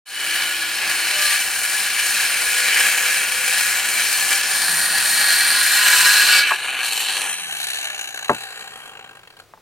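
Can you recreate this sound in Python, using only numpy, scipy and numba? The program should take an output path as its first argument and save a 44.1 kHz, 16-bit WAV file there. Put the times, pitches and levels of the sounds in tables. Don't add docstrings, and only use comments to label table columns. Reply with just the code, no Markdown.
import sys
import numpy as np
from scipy import signal
from scipy.fft import rfft, irfft, next_fast_len
from scipy.io import wavfile
from scipy.ndimage import uniform_filter1d, map_coordinates
from numba import njit

SR = 44100
rng = np.random.default_rng(int(sys.argv[2]) if len(sys.argv) > 2 else 0)


def dump_mix(stems):
    frames = np.atleast_2d(stems).T
    limited = np.clip(frames, -1, 1)
    pcm = np.round(limited * 32767).astype(np.int16)
    wavfile.write(sys.argv[1], SR, pcm)


N = 423801
T = np.arange(N) / SR
M = next_fast_len(N + 8192)
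F = np.arange(M // 2 + 1) * SR / M + 1e-3

TURNS_S = (4.55, 5.7, 6.47, 7.36, 8.4)
# hz, side_over_mid_db
SIDE_COLOUR = [(60, -8.5), (300, -8), (1400, -21), (3000, -12.5), (7000, -7), (15000, -2)]


def undb(db):
    return 10 ** (np.asarray(db) / 20)


def shape(table):
    hz, db = np.transpose(table)
    return undb(np.interp(np.log(F), np.log(hz), db))


def through(x, gain):
    return irfft(rfft(x, M) * gain, M)[..., :N]


def columns(table):
    s, *rest = np.transpose(table)
    return [np.interp(T, s, column) for column in rest]


def wander(rate):
    return np.interp(T * rate, np.arange(400), rng.standard_normal(400))


@njit
def ring(x, hz, width):
    y = np.empty_like(x)
    for channel in range(len(x)):
        band, low, g, damping = 0., 0., 0., 0.
        for i in range(len(hz)):
            if i % 32 == 0:
                g = np.tan(np.pi * hz[i] / SR)
                damping = width[i] / hz[i]
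            v = (band + g * (x[channel, i] - low)) / (1 + g * (g + damping))
            band = 2 * v - band
            low = low + 2 * g * v
            y[channel, i] = damping * v
    return y


def postures():
    later = [np.clip((T - s) / 0.26 + .5, 0, 1) for s in TURNS_S]
    return -np.diff([np.ones(N)] + later + [np.zeros(N)], axis=0)


def field():
    # hz, relative_db
    air_colour = [(15, -18), (25, -12), (64, -14), (153, -8), (195, -18), (437, -10.5), (2090, -19.5),
                  (4000, -23), (14200, -33), (15900, -28)]
    mid_level_db = -54.5
    colour = shape(air_colour)
    mid, side = through(rng.standard_normal((2, N)), [colour, colour * shape(SIDE_COLOUR)])
    fade_in = np.clip((T - .054) / 0.25, 0, 1)
    return np.array([mid + side, mid - side]) * undb(mid_level_db) / np.std(mid) * fade_in


def hum():
    # time_s, shaft_hz, added_db
    shaft = [(0.06, 69, -4), (.5, 66.5, 2.5), (2.2, 66, 3.5), (4.2, 59.6, 4.5), (5.3, 48, 1)]
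    # order, level_db before the shaft's added_db
    shaft_orders = [(1, -64), (2, -94), (3, -64.5), (4, -107)]
    # start_s, end_s, start_hz, end_hz, level_db
    whines = [(0.15, 1.296, 329, 320, -50), (1.152, 1.38, 1200, 1173, -30.5), (1.103, 1.296, 612, 592, -36),
              (2.41, 3.6, 502, 509, -45), (4.646, 5.002, 168, 161.6, -48), (5.51, 5.65, 1023, 1057, -32.5),
              (5.73, 6.19, 1030, 985, -32.5), (5.75, 6.048, 1264, 1166, -36),
              (6.25, 6.479, 1497, 1410, -29), (6.702, 7.745, 294.6, 140.5, -58),
              (7.549, 7.998, 770, 587, -50)]
    tracks = [[(s, order * hz, db + added_db) for s, hz, added_db in shaft] for order, db in shaft_orders]
    tracks += [[(start, hz, db), (end, end_hz, db)] for start, end, hz, end_hz, db in whines]
    waver_db, waver_share = 3.3, 0.00813
    out = 0
    for track in tracks:
        hz, db = columns(track)
        level_waver, pitch_waver = [np.interp(T, np.arange(200) / 20, w)
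                                    for w in rng.standard_normal((2, 200))]
        edge = np.clip(np.minimum(T - track[0][0], track[-1][0] - T) / 0.057, 0, 1)
        phase = 2 * np.pi * np.cumsum(hz * (1 + waver_share * pitch_waver)) / SR
        out = out + edge * undb(db + waver_db * level_waver) * np.sin(phase)
    return out * undb([[.7], [-.7]])


def knocks():
    # start_s, relative_db, contact_ms, ring_time_share, centre_hz, width_hz
    blows = [(6.5083, -16, 0.32, 0.42, 1150, 400), (6.5160, -19, 0.49, 1, 1050, 980),
             (6.5207, -13, 0.37, 0.2, 1590, 1400), (8.2941, -21, 0.2, 0.37, 1600, 2500),
             (8.2955, -13, 0.32, 0.92, 870, 2500), (8.3017, -9.5, 1.1, 0.94, 700, 1500),
             (8.3150, -19.5, 0.9, 0.83, 352, 800), (8.335, -32, 1.3, 0.91, 250, 600),
             (8.296, -23.5, 1.45, 0.94, 90, 200), (9.537, -43, 0.25, 0.54, 980, 2500),
             (9.575, -49, .3, 0.48, 1100, 900)]
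    # mode_hz, relative_db, t60_s before a blow's ring_time_share
    timber_modes = [(115, -19, 0.39), (192, -9, 0.14), (250, -5.5, 0.11), (400, -2.5, 0.11),
                    (592, 0.5, 0.047), (703, 0.5, 0.083), (882, 1, 0.12), (1004, -2, 0.12),
                    (1100, 11, 0.031), (1220, -7, 0.054), (1430, -29, .04), (1587, 11, 0.048),
                    (1920, -8, 0.065), (1980, -25, 0.036), (2510, -4, 0.035), (2680, -15, 0.037),
                    (3000, -20, .03)]
    tail_db, tail_t60_s = 12, 0.11
    mode_scatter_db = 2.0
    out = np.zeros(N + SR)
    t = T[:SR // 3]
    hz, mode_db, t60 = np.transpose(timber_modes)[:, :, None]
    chance = rng.standard_normal((len(blows), len(timber_modes), 1))
    for (s, db, contact_ms, share, centre_hz, width), scatter in zip(blows, chance):
        decay = np.exp(-np.log(1000) * t / (t60 * share))
        modes = undb(mode_db + mode_scatter_db * scatter) * np.cos(2 * np.pi * hz * t) * decay
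        tail = undb(tail_db) * rng.standard_normal(len(t))
        swing = modes.sum(0) + tail * np.exp(-np.log(1000) * t / (tail_t60_s * share))
        band = centre_hz + 0 * t, width + 0 * t
        swing = ring(ring(swing[None], *band), *band)[0]
        push = np.exp(-.5 * ((T[:256] * 1000 - contact_ms) / (contact_ms / 3)) ** 2)
        knock = np.convolve(swing, push / push.sum())[:len(t)]
        out[int(s * SR):][:len(t)] += undb(db) * knock
    return out[:N] * undb([[.4], [-.4]])


def strikes(rate, rub):
    # time_s, db_over_lesser_clacks
    timed_clacks = [(7.3816, 3), (7.492, 1), (7.534, -2), (7.5658, 3), (7.628, 2), (7.6501, -11),
                    (7.701, 5.5), (7.7306, 2), (7.7688, 1), (7.827, 2), (7.883, -6), (7.9155, -7),
                    (7.944, -1), (7.991, 6), (8.0102, 7), (8.072, 3.5), (8.1045, -1), (8.142, 6),
                    (8.1893, 7), (8.224, 6), (8.244, 9), (8.2796, 2), (8.3291, -2), (8.418, -1),
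                    (8.5226, 0), (8.6067, 4), (8.673, 6), (8.7332, 5), (8.756, 7), (8.8155, -7),
                    (8.8745, 2), (8.9697, 5), (8.991, 7.5), (9.0416, 8), (9.0901, 5.5), (9.1687, 5),
                    (9.191, 5), (9.231, 10), (9.2723, 14), (9.301, 14), (9.366, 7), (9.388, 5), (9.3974, 8),
                    (9.4347, -6)]
    slip, scatter_db = .1, 2.5
    chance = rng.standard_normal((2000, 4))
    turns = np.cumsum(rate) / SR
    at = np.interp(np.arange(len(chance)) + 0.098 * chance[:, 0], turns, T)
    s, db = np.transpose(timed_clacks)
    cutting = (at > 0) & (at < s[0])
    kicks = np.zeros(N)
    np.add.at(kicks, (at[cutting] * SR).astype(int), undb(3.8 * chance[cutting, 1]))
    gaps = np.maximum(np.round(np.diff(np.interp(s, T, turns))), 1)
    tooth = np.r_[0, np.cumsum(gaps)]
    lesser = np.setdiff1d(np.arange(int(tooth[-1])), tooth.astype(int))
    ticks = np.interp(lesser + slip * chance[lesser, 2], tooth, s)
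    clacks = np.zeros(N)
    clacks[(ticks * SR).astype(int)] = undb(scatter_db * chance[lesser, 3])
    clacks[(s * SR).astype(int)] = undb(db)
    t = T[:2048]
    rise = (1 - np.exp(-t / 0.0017)) ** 2
    cutting_bursts = np.convolve(kicks, rise * np.exp(-t / .0029))[:N]
    coasting_bursts = np.convolve(clacks, rise * np.exp(-t / .0045))[:N]
    return cutting_bursts + coasting_bursts + rub


def body(grit, weights):
    # hz, relative_db
    colours = [
        [(35, -61), (60, -29), (227, -22), (490, -16.5), (1110, -9.5), (1690, 2), (1850, 3), (2340, 4.5),
         (3480, -13), (4200, -14), (6540, -15.5), (9280, -12), (15900, -22.5)],
        [(35, -76), (60, -39), (160, -23), (490, -22.5), (764, -14), (1110, -13.5), (1690, -7.5), (3400, -12.5),
         (4200, -15.5), (6540, -11.5), (9280, -10), (15900, -21.5)],
        [(35, -71), (60, -36), (526, -24.5), (1010, -16), (1110, -15.5), (1650, -3.5), (3030, -7.5), (3320, -7),
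         (4100, -9.5), (6540, -12.5), (9060, -11.5), (15900, -23)],
        [(35, -63), (60, -35), (502, -12), (591, -15), (764, -6), (1110, -7), (2450, 1.5), (3500, -4),
         (4150, -9), (5060, -11), (9280, 0.5), (15900, -27)],
        [(35, -49), (60, -44), (407, -17.5), (514, -18), (800, -10), (1110, -13), (1570, -8), (4200, -8.5),
         (5060, -19.5), (6540, -6), (10400, -14.5), (15900, -29)],
        [(35, -41), (60, -23), (184, -10.5), (307, -15), (446, -1.5), (591, -8), (729, -5), (1650, 2),
         (2040, -1.5), (5180, -8), (7520, -12), (15900, -31)],
    ]
    # hz, least_width_hz, then db over the broad colour in each of the six postures
    rings = [(786, 34, 0.5, -6, -12, 0, 3, 7.5), (1584, 82, 1, 4, 5, -1, 9, -14),
             (1876, 43, -2.5, 9.5, 11.5, 0, -1, 4), (2326, 16, 5.5, 8, 9.5, -5, -7, -11),
             (2500, 200, -2, -3, 4, 6.5, -15, 0), (2746, 58, 1, -12, 6.5, 2.5, 2, 9),
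             (2982, 34, 9.5, 2, 11, 4, 4, 7), (3215, 72, 4, -5, -26, 6, 2, 19),
             (4023, 35, 2.5, -17, 5, 6, 6, 13), (4320, 21, 7, -4, -29, 18.5, 4, 15),
             (4610, 15, -9, 6, 5, -29, -5, 3), (5300, 20, 6, 3, 8.5, -3, -3, -9),
             (5760, 31, 3.5, -0.5, -4, 8, 4, -12), (6210, 31, 4.5, -1, 6, 10.5, 4.5, -11),
             (6680, 310, -2.5, -14, -14, 1, 6.5, 0), (7390, 490, 0, -4, 0, 3.5, -12, 8),
             (8130, 40, -3, 1, 6, 0, 5, 8), (8660, 124, 3, -3.5, 5.5, -34, -28, -11),
             (10610, 100, -39, 7, 4, 8, 20, 19.5), (11360, 220, -15, 0, -2, -7, 10, 8),
             (12450, 260, -5, 4, 4, 6, 2, 1), (13170, 170, 2, 6, 6, 14, 13, 12)]
    # least_width_hz, (hz in each posture), (db over broad in each posture)
    slides = [(36.4, (1687, 1703, 1648, 1690, 1730, 1620), (11.9, 13.3, 14.7, 10, 6.4, 8.2)),
              (442, (9410, 9100, 9200, 9050, 9050, 9200), (5, 11.5, -1.5, 9, 9, 8)),
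              (37.2, (1442, 1440, 1475, 1440, 1460, 1460), (7, 5.5, 7.5, 2, -7, 2)),
              (147, (4110, 4240, 4150, 4170, 4130, 4200), (-6, 10, 7, 6, -10, 10))]
    # hz, width_hz, depth_0_to_1
    shadows = [(1364, 270, 0.37), (1934, 87, 0.24), (3340, 167, 0.31), (5120, 290, 0.15), (6460, 89, 0.47),
               (10630, 480, 0.34), (11550, 240, 0.07)]
    broad = 0
    for weight, table in zip(weights, colours):
        colour = shape(table)
        broad = broad + weight * through(grit, colour / np.std(colour))
    tracks = [(hz + 0 * T, width, np.dot(db, weights)) for hz, width, *db in rings]
    edges = np.r_[0, TURNS_S, T[-1]]
    middles = (edges[1:] + edges[:-1]) / 2
    tracks += [(np.interp(T, middles, hz), width, np.dot(db, weights)) for width, hz, db in slides]
    out = .9 * broad
    moving = 1 + (T > TURNS_S[2])
    for hz, width, db in tracks:
        swell = undb(db + moving * 2.5 * (wander(2) + wander(6)) / 1.4)
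        damped_width = moving * hz * (hz / 60000.) ** 2 + (moving - 1) * hz / 25
        drifting_hz = hz * (1 + moving * .005 * wander(3))
        out = out + swell * ring(broad, drifting_hz, np.maximum(width, damped_width))
    shading = 1
    for hz, width, depth in shadows:
        shading = shading * (1 - min(depth, .95) / (1 + (2 * (F - hz) / width) ** 2))
    return through(out, shading)


def free_steel(out):
    # hz before a slight drift, width_hz, relative_db
    blade = [(1188, 6.5, 10), (1456, 7.3, 13), (1654, 3.4, 4.5), (2279, 3.5, 20), (2670, 11, 13),
             (3058, 36, -4), (4200, 17, -21), (4570, 53, 7)]
    sing_db, open_db = -11.5, 15
    open_s, swell_s, damp_s = 6.45, 0.22, 0.052
    fall_s = np.where(T < open_s, swell_s, damp_s)
    level_db = sing_db + open_db * np.exp(-np.abs(T - open_s) / fall_s)
    song = 0
    for hz, width, db in blade:
        song = song + undb(db) * ring(out, hz * (1 + 0.0015 * wander(4)), width + 0 * T)
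    return undb(level_db) * song


def saw():
    # time_s, housing_db, then timber_db, steel_db, hiss_db over the housing
    band_levels = [(0.06, -45, -9, 1, 0), (0.14, -34.5, -10.5, -1, -1.5), (0.36, -23, -13.5, -5, -3.5),
                   (0.56, -28, -10, -2.5, -2.5), (1.12, -24, -11, -2.5, -1.5), (1.27, -21, -15.5, -2, 0),
                   (1.48, -26.5, -11, -4, 1.5), (2.55, -23, -12.5, -4.5, -1.5),
                   (2.7, -19.5, -15.5, -7, -4.5), (2.81, -17, -13, -9.5, -2), (2.9, -21, -12.5, -7.5, -1),
                   (3.3, -26, -12, -5, -1.5), (3.5, -24, -12.5, -4.5, 0.5), (4.93, -23.5, -10.5, -3, 1.5),
                   (5.0, -22.5, -13, -4.5, 1), (5.3, -19.5, -16.5, -3.5, -0.5), (5.65, -21, -14, -2, -0.5),
                   (5.85, -17.5, -13, -5.5, 0), (6.39, -18.5, -10.5, -1.5, -3),
                   (6.45, -18, -18, -10, -14.5), (6.6, -27, -11.5, -10, -8), (6.8, -27, -12, -12, -10.5),
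                   (6.86, -27, -11, -0.5, -0.5), (7.16, -27.5, -9, -2, -1.5), (7.31, -27, -11, -16, 0.5),
                   (7.37, -34.5, -10, -3, 0), (7.52, -30.5, -11.5, -10, -4.5), (7.65, -31, -11.5, 2, -0.5),
                   (7.9, -32, -11.5, -8, -5), (8.4, -37.5, -6.5, -3.5, -4.5), (8.9, -42.5, -2.5, -10, -7.5),
                   (9.0, -42, -3.5, -15, -14.5), (9.33, -53.5, -3, -6, -10), (9.4, -51, -1.5, -4, -6),
                   (9.5, -70, 2, -5, 5)]
    splits_hz = (1300, 3400, 5200)
    # time_s, tooth_strikes_per_s, steady_rub_0_to_1
    drive = [(0, 216, 0.5), (4, 174, 0.5), (6.4, 171, 1), (6.6, 139, 0.23), (7.35, 85, 0.29),
             (7.6, 68.4, 0.2), (8.0, 64, 0.09), (8.85, 59, 0.26), (9.0, 52, 0.04), (9.6, 50, 0.08)]
    pan = (-0.087, -0.58, -0.72, -0.02, 0.67, 0.6)
    grit = strikes(*columns(drive)) * rng.standard_normal((2, N))
    grit[1] = through(grit[1], shape(SIDE_COLOUR))
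    weights = postures()
    rung = body(grit, weights)
    housing_db, timber_db, steel_db, hiss_db = columns(band_levels)
    pan_db = np.dot(pan, weights)
    shared_swell_db = .7 * wander(9)
    below = [0] + [1 / (1 + (F / hz) ** 12) for hz in splits_hz] + [1]
    out = 0
    for k, db in enumerate((timber_db, 0, steel_db, hiss_db)):
        part = through(rung, below[k + 1] - below[k])
        slow_power = uniform_filter1d(uniform_filter1d(part[0] ** 2, size=5000), size=5000)
        level_db = housing_db + shared_swell_db + db + 1.0 * wander(12)
        out = out + undb(level_db) * part / np.sqrt(slow_power + 1e-18)
    out = out + free_steel(out)
    fade = np.clip((T - .054) / 0.025, 0, 1) * np.clip((9.53 - T) / 0.042, 0, 1)
    left = fade * (out[0] + out[1])
    right = fade * (out[0] - out[1])
    return np.array([left * undb(pan_db / 2), right * undb(-pan_db / 2)])


def scene():
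    left_lead = (.75, -.1, -.1, .4, 6, 5.5)
    left, right = saw() + knocks()
    late = map_coordinates(right, [np.arange(N) - np.dot(left_lead, postures())], order=3)
    return np.array([left, late]) + hum() + field()


def record(dry):
    # hz, left_minus_right_db
    mic_colours = [(60, 2), (500, 1.5), (1200, 1.3), (4000, 0.6), (8000, 2.5), (13000, 2)]
    top_hz = 15900
    half = np.sqrt(shape(mic_colours))
    heard = through(dry, [half, 1 / half])
    low_pass = signal.ellip(10, .2, 75, top_hz, fs=SR, output="sos")
    return signal.sosfilt(low_pass, np.clip(heard, -1, 1))


dry = scene()
out = record(dry)
dump_mix(out)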